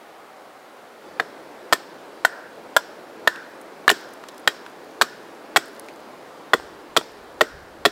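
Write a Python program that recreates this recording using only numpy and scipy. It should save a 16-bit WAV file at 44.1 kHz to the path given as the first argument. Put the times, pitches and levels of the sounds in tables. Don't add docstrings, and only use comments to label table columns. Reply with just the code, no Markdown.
import sys
import numpy as np
from scipy import signal
from scipy.fft import rfft, irfft, next_fast_len
from scipy.io import wavfile
from scipy.ndimage import uniform_filter1d

SR = 44100
rng = np.random.default_rng(int(sys.argv[2]) if len(sys.argv) > 2 else 0)


def to_wav(s):
    ch = np.atleast_2d(s).T
    pcm = np.round(np.clip(ch, -1, 1) * 32767)
    wavfile.write(sys.argv[1], SR, pcm.astype(np.int16))


N = 348831

# (time [s], strength [dB], tearing [dB], splinters over tearing [dB], cut length [s],
# flatwise bend [Hz], edgewise bend [Hz], edgewise over flatwise [dB], log thud [dB], ring echo [dB],
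# overtone that carries into the trees [Hz])
BLOWS = [(1.198, -17, -29.5, -9, 0.0033, 1590, 1730, 8, -27.5, -40, 5300),
         (1.7258, -10, -16.5, -2.5, 0.0079, 1410, 1723, -2.5, -25, -39, 4500),
         (2.2493, -11.5, -22.5, -1, 0.0014, 1472, 1810, -2, -40, -29.5, 8300),
         (2.7648, -9.5, -20, 0, 0.0049, 1403, 1630, -3, -40, -37.5, 5600),
         (3.2744, -11, -18.5, -7.5, 0.0021, 1425, 1767, 0, -37, -27.5, 3500),
         (3.8789, -10, -23, -3.5, 0.0018, 1417, 1736, 1.5, -33, -31.5, 5300),
         (4.4752, -12.5, -14, -9, 0.0025, 1490, 1790, 3, -26.5, -39, 5500),
         (5.0132, -10, -14.5, -5, 0.0084, 1504, 1580, -3, -24.5, -33.5, 5400),
         (5.5611, -9.5, -13.5, -5.5, 0.0113, 1535, 1860, -4, -22.5, -34, 8260),
         (6.5342, -10, -18.5, -8.5, 0.0057, 1390, 1933, -1.5, -15.5, -38, 8400),
         (6.9655, -12.5, -12.5, -7.5, 0.0086, 1350, 1910, -5.5, -18.5, -45, 5500),
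         (7.4095, -11, -17.5, -7, 0.00586, 1373, 1860, -0.5, -16, -33, 5700),
         (7.8524, -11.5, -13, -9, .0086, 1386, 1884, 2, -14, -33, 5400)]
# (time [s], ring [dB], crack [dB], splinters [dB], log thud [dB])
SPLIT_JERKS = [(3.8918, -29, -13.5, -30, -40), (3.899, -12.5, -21, -20, -29), (3.912, -26, -23, -27, -19)]
# (multiple of flatwise bend, multiple of edgewise bend, level [dB], t60 [s])
BILLET_MODES = [(1, 0, 1, 0.014), (0, 1, 1, 0.017), (2.5, 0, -23.5, 0.023), (-1, 3, -30.5, 0.038)]
# (frequency [Hz], level [dB], t60 [s])
LOG_MODES = [(159, -7.5, 0.041), (256, -6, 0.051), (351, -2, 0.052), (431, 4.5, 0.039), (567, -1, 0.026),
             (830, -5, 0.026), (1080, -11, 0.023)]
# (multiple of pitch, level [dB])
KNOCK_SHAPE = [(.1, -52), (.5, -18.5), (.8, -7), (1, 2), (1.13, -1.5), (1.33, -8), (1.6, -1.5),
               (1.85, -1.5), (2.6, -11.5), (3.4, -33.5), (20, -66)]
# (multiple of pitch, level [dB])
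CRACK_SHAPE = [(.25, -35.5), (.6, -7.5), (.75, -2.5), (.88, -4), (1, 5), (1.13, -1), (1.35, -4),
               (1.62, -15.5), (1.95, -29), (5, -45)]
# (frequency [Hz], level [dB])
SPLINTER_COLOUR = [(500, -50), (3000, -9), (5300, 1), (6400, -2.5), (7600, 4.5), (9800, -9), (12500, -3.5),
                   (16000, -13.5)]
# (frequency [Hz], gain [dB])
RADIATION = [(20, -46), (70, -34), (140, -10), (280, -2), (500, -0.5)]
# (time [s], level [dB], pitch [Hz], fade [s])
CHIPS = [(3.359, -42.5, 2800, 0.0024), (3.614, -51, 9000, .0026), (4.134, -50, 8950, .003),
         (4.236, -38, 1240, 0.0047), (4.286, -40.5, 3800, .004), (4.38, -49.5, 5960, .002),
         (4.663, -38.5, 1550, 0.0018), (5.7963, -40, 10000, 0.00065), (5.885, -41, 2300, 0.0098),
         (6.596, -38, 775, 0.0033), (7.012, -33.5, 750, 0.0039)]
# (time [s], fall length [s], loudest crumb [dB])
SHOWERS = [(3.92, 0.44, -54), (5.6, .35, -51.5)]
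# (multiple of pitch, level [dB])
CHIP_SHAPE = [(.03, -40), (.2, -16), (.6, -8), (1, 0), (1.5, -8), (5, -25), (15, -45)]
# (frequency [Hz], t60 [s])
TREE_DECAY = [(300, 0.32), (1600, 0.91), (5000, 0.67), (9000, 0.34), (15000, 0.49)]
# (frequency [Hz], level [dB])
RING_ECHO = [(200, -29), (680, -17), (950, -20), (1200, -13), (1380, -0.5), (1550, 1.5), (1880, -6),
             (2250, -34), (4000, -54)]
# (frequency [Hz], level [dB])
CRACK_ECHO = [(700, -20), (2000, -5), (2700, -6), (3500, -2), (4400, -1.5), (5400, 1.5), (6200, -7.5),
              (8200, -3.5), (9300, -13), (16000, -19)]
# (multiple of pitch, level [dB])
OVERTONE_SHAPE = [(.5, -50), (.86, -20), (.955, -6), (1, 1), (1.04, -6), (1.13, -20), (1.6, -50)]
# (frequency [Hz], level [dB])
AIR_EARLY = [(15, -82), (25, -49), (152, -21.5), (240, -12.5), (567, -5.5), (614, -7), (782, -5.5),
             (919, -10.5), (1270, -11), (1900, -17.5), (2060, -17.5), (2700, -23), (4150, -26),
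             (5730, -31.5), (15500, -38)]
# (frequency [Hz], level [dB])
AIR_LATE = [(15, -62), (25, -37), (113, -21), (164, -13), (227, -8.5), (297, -3.5), (349, -1.5), (552, -3),
            (666, -5), (895, -7), (1570, -12.5), (2770, -21.5), (4750, -25), (5730, -29.5), (15500, -38.5)]
# (frequency [Hz], level [dB])
RUMBLE_COLOUR = [(15, -17), (30, -15), (65, -2), (95, -10), (160, -11), (400, -60)]

HIT_S, ORDINARY_CUT_S = .2, .005


def axe():
    track = np.zeros(N)
    for (s, strength_db, tear_db, fine_db, cut_s, flat_hz, edge_hz, edge_db,
         thud_db, ring_echo_db, overtone_hz) in BLOWS:
        doublings = np.log2(cut_s / ORDINARY_CUT_S)
        hit = blow(cut_s, flat_hz, edge_hz, edge_db, ring_db=strength_db - 1.5 * doublings,
                   knock_db=strength_db - 1.44 + .5 * doublings, knock_hz=.46 * flat_hz,
                   crack_db=tear_db, crack_hz=3270, splinter_db=tear_db + fine_db, thud_db=thud_db)
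        add(track, s, outdoors(hit, echo_db=(strength_db + tear_db) / 2 - 23.5))
        add(track, s, amp(ring_echo_db) * tree_echo(RING_ECHO, build_s=.031))
        overtone = tree_echo(pitched(OVERTONE_SHAPE, overtone_hz), build_s=.005)
        add(track, s, amp(strength_db - 39.5) * overtone)
    return track


def blow(cut_s, flat_hz, edge_hz, edge_db, ring_db, knock_db, knock_hz,
         crack_db, crack_hz, splinter_db, thud_db):
    t = np.arange(int(HIT_S * SR)) / SR
    ring = billet_ring(t, cut_s, flat_hz, edge_hz, edge_db)
    knock = tearing(t, cut_s, fade_s=.0016, spiky_db=5.5, bite_db=3.5)
    crack = tearing(t, cut_s, fade_s=.0016, spiky_db=7, bite_db=-7.5)
    splinters = tearing(t, cut_s, fade_s=.0039, spiky_db=7.5, bite_db=-24)
    layers = [(ring_db, ring),
              (knock_db, coloured(knock, pitched(KNOCK_SHAPE, knock_hz))),
              (crack_db, coloured(crack, pitched(CRACK_SHAPE, crack_hz))),
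              (splinter_db, coloured(splinters, SPLINTER_COLOUR)),
              (thud_db, log_thud(t, cut_s))]
    return coloured(sum(amp(db) * burst(x) for db, x in layers), RADIATION)


def billet_ring(t, cut_s, flat_hz, edge_hz, edge_db):
    modes = [(flat * flat_hz + edge * edge_hz, db + edge_db * (edge > flat), t60)
             for flat, edge, db, t60 in BILLET_MODES]
    bends = ringing(modes, t, spread_db=1.5)
    jolts = tearing(t, cut_s, fade_s=.0017, spiky_db=3.5, bite_db=10.5)
    return signal.fftconvolve(bends, jolts)[:len(t)] * rise(t, .0037)


def tearing(t, cut_s, fade_s, spiky_db, bite_db):
    snaps = rng.standard_normal(len(t)) * amp(spiky_db * rng.standard_normal(len(t)))
    sinking = amp(-5 * (1 - t / cut_s).clip(0, 1))
    strain = np.where(t < cut_s, sinking, np.exp(-np.abs(t - cut_s) / fade_s))
    bite = burst(1. * (t == 0))
    return burst(snaps * strain) + amp(bite_db) * bite


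def log_thud(t, cut_s):
    detune = np.exp(.052 * rng.standard_normal())
    log = ringing([(hz * detune, db, t60) for hz, db, t60 in LOG_MODES], t, spread_db=1)
    return delayed(log * rise(t, .0031), .699 * cut_s)


def split():
    track = np.zeros(N)
    for s, ring_db, crack_db, splinter_db, thud_db in SPLIT_JERKS:
        hit = blow(cut_s=.0023, flat_hz=1420, edge_hz=1800, edge_db=0, ring_db=ring_db,
                   knock_db=ring_db - 3, knock_hz=650, crack_db=crack_db, crack_hz=2950,
                   splinter_db=splinter_db, thud_db=thud_db)
        add(track, s, outdoors(hit, echo_db=crack_db - 18.5))
    return track


def falling_chips(crumbs_per_shower=18, flight_s=.049, patter_s=.46):
    track = np.zeros(N)
    for s, db, pitch_hz, fade_s in CHIPS:
        add(track, s, amp(db) * chip(pitch_hz, fade_s))
    after_blows = [(s, patter_s, tear_db - 47) for s, _, tear_db, *_ in BLOWS]
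    for s, fall_s, loudest_db in after_blows + list(SHOWERS):
        for lateness, smallness, pitch in rng.random((crumbs_per_shower, 3)):
            crumb = chip(4000 * 3 ** pitch, fade_s=.002)
            add(track, s + flight_s + fall_s * lateness, amp(loudest_db - 20 * smallness) * crumb)
    return track


def chip(pitch_hz, fade_s):
    t = np.arange(int(HIT_S * SR)) / SR
    crackle = rng.standard_normal(len(t)) * amp(11 * rng.standard_normal(len(t)))
    return burst(coloured(crackle * np.exp(-t / fade_s), pitched(CHIP_SHAPE, pitch_hz)))


def outdoors(hit, echo_db):
    track = amp(echo_db) * tree_echo(CRACK_ECHO, build_s=.0034)
    add(track, 0, hit + amp(-17.5) * ground_scatter(hit))
    return track


def ground_scatter(hit, fade_s=.013):
    t = np.arange(len(hit)) / SR
    spray = rng.standard_normal(len(t)) * np.exp(-t / fade_s) * rise(t, .0076)
    return signal.fftconvolve(hit, spray / np.linalg.norm(spray))[:len(hit)]


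def tree_echo(colour, build_s):
    hz, t, noise = signal.stft(rng.standard_normal(SR), SR, nperseg=256)
    envelope = decay(t, along(TREE_DECAY, hz)[:, None]) * rise(t, build_s)
    tail = signal.istft(noise * envelope, SR, nperseg=256)[1]
    return burst(coloured(tail, colour))


def distant_air(ease_s=6.6, ease_db_per_s=-1.5):
    t = np.arange(N) / SR
    swell = np.interp(t, [1.02, 1.06], [0, .97])
    early = amp(-45) * np.sqrt(1 - swell) * rush(AIR_EARLY, patchy_db=0)
    late = amp(-42) * np.sqrt(swell) * rush(AIR_LATE, patchy_db=1)
    return amp(ease_db_per_s * np.maximum(t - ease_s, 0)) * (early + late)


def rumble(start_s=6.5, start_db=-65, db_per_s=8.5):
    t = np.arange(N) / SR
    growth = (t > start_s) * amp(start_db + db_per_s * (t - start_s))
    return growth * rush(RUMBLE_COLOUR, patchy_db=4.5)


def rush(colour, patchy_db):
    hz, _, noise = signal.stft(rng.standard_normal(N), SR, nperseg=2048)
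    patches = uniform_filter1d(rng.standard_normal(noise.shape), size=14, axis=0)
    patches = uniform_filter1d(patches, size=5, axis=1)
    gain = amp(along(colour, hz)[:, None] + patchy_db * unit(patches))
    return unit(signal.istft(noise * gain, nperseg=2048)[1][:N])


def ringing(modes, t, spread_db):
    return sum(amp(db + spread_db * rng.standard_normal()) * decay(t, t60) * np.sin(2 * np.pi * hz * t)
               for hz, db, t60 in modes)


def coloured(x, colour, size=2048):
    gain = amp(along(colour, np.fft.rfftfreq(size, 1 / SR)))
    cepstrum = irfft(np.log(gain))
    cepstrum[1:size // 2] *= 2
    cepstrum[size // 2 + 1:] = 0
    impulse = irfft(np.exp(rfft(cepstrum)))
    return signal.fftconvolve(x, impulse)[:len(x)]


def pitched(shape, pitch_hz):
    return [(multiple * pitch_hz, db) for multiple, db in shape]


def along(points, hz):
    points_hz, values = np.transpose(points)
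    return np.interp(np.log(hz + 1), np.log(points_hz + 1), values)


def rise(t, build_s):
    return 1 - np.exp(-t / build_s)


def decay(t, t60):
    return np.exp(-np.log(1000) * t / t60)


def amp(db):
    return 10 ** (np.asarray(db) / 20)


def unit(x):
    return x / np.sqrt(np.mean(x ** 2) + 1e-20)


def burst(x):
    return x / np.sqrt(np.sum(x ** 2) / (SR / 100) + 1e-20)


def add(track, s, x):
    part = track[max(round(s * SR), 0):][:len(x)]
    part += x[:len(part)]


def delayed(x, s):
    return np.pad(x, (round(s * SR), 0))[:len(x)]


def scene():
    return (axe() + split() + falling_chips() + distant_air() + rumble())[None]


def record(dry):
    top_hz, slope_width_hz = 15900, 400
    clipped = dry / (1 + np.abs(dry) ** 12) ** (1 / 12)
    size = next_fast_len(N + SR // 2)
    hz = np.fft.rfftfreq(size, 1 / SR)
    passband = np.clip((top_hz - hz) / slope_width_hz + .5, 0, 1)
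    return irfft(rfft(clipped, size) * passband, size)[..., :N]


dry = scene()
out = record(dry)
to_wav(out)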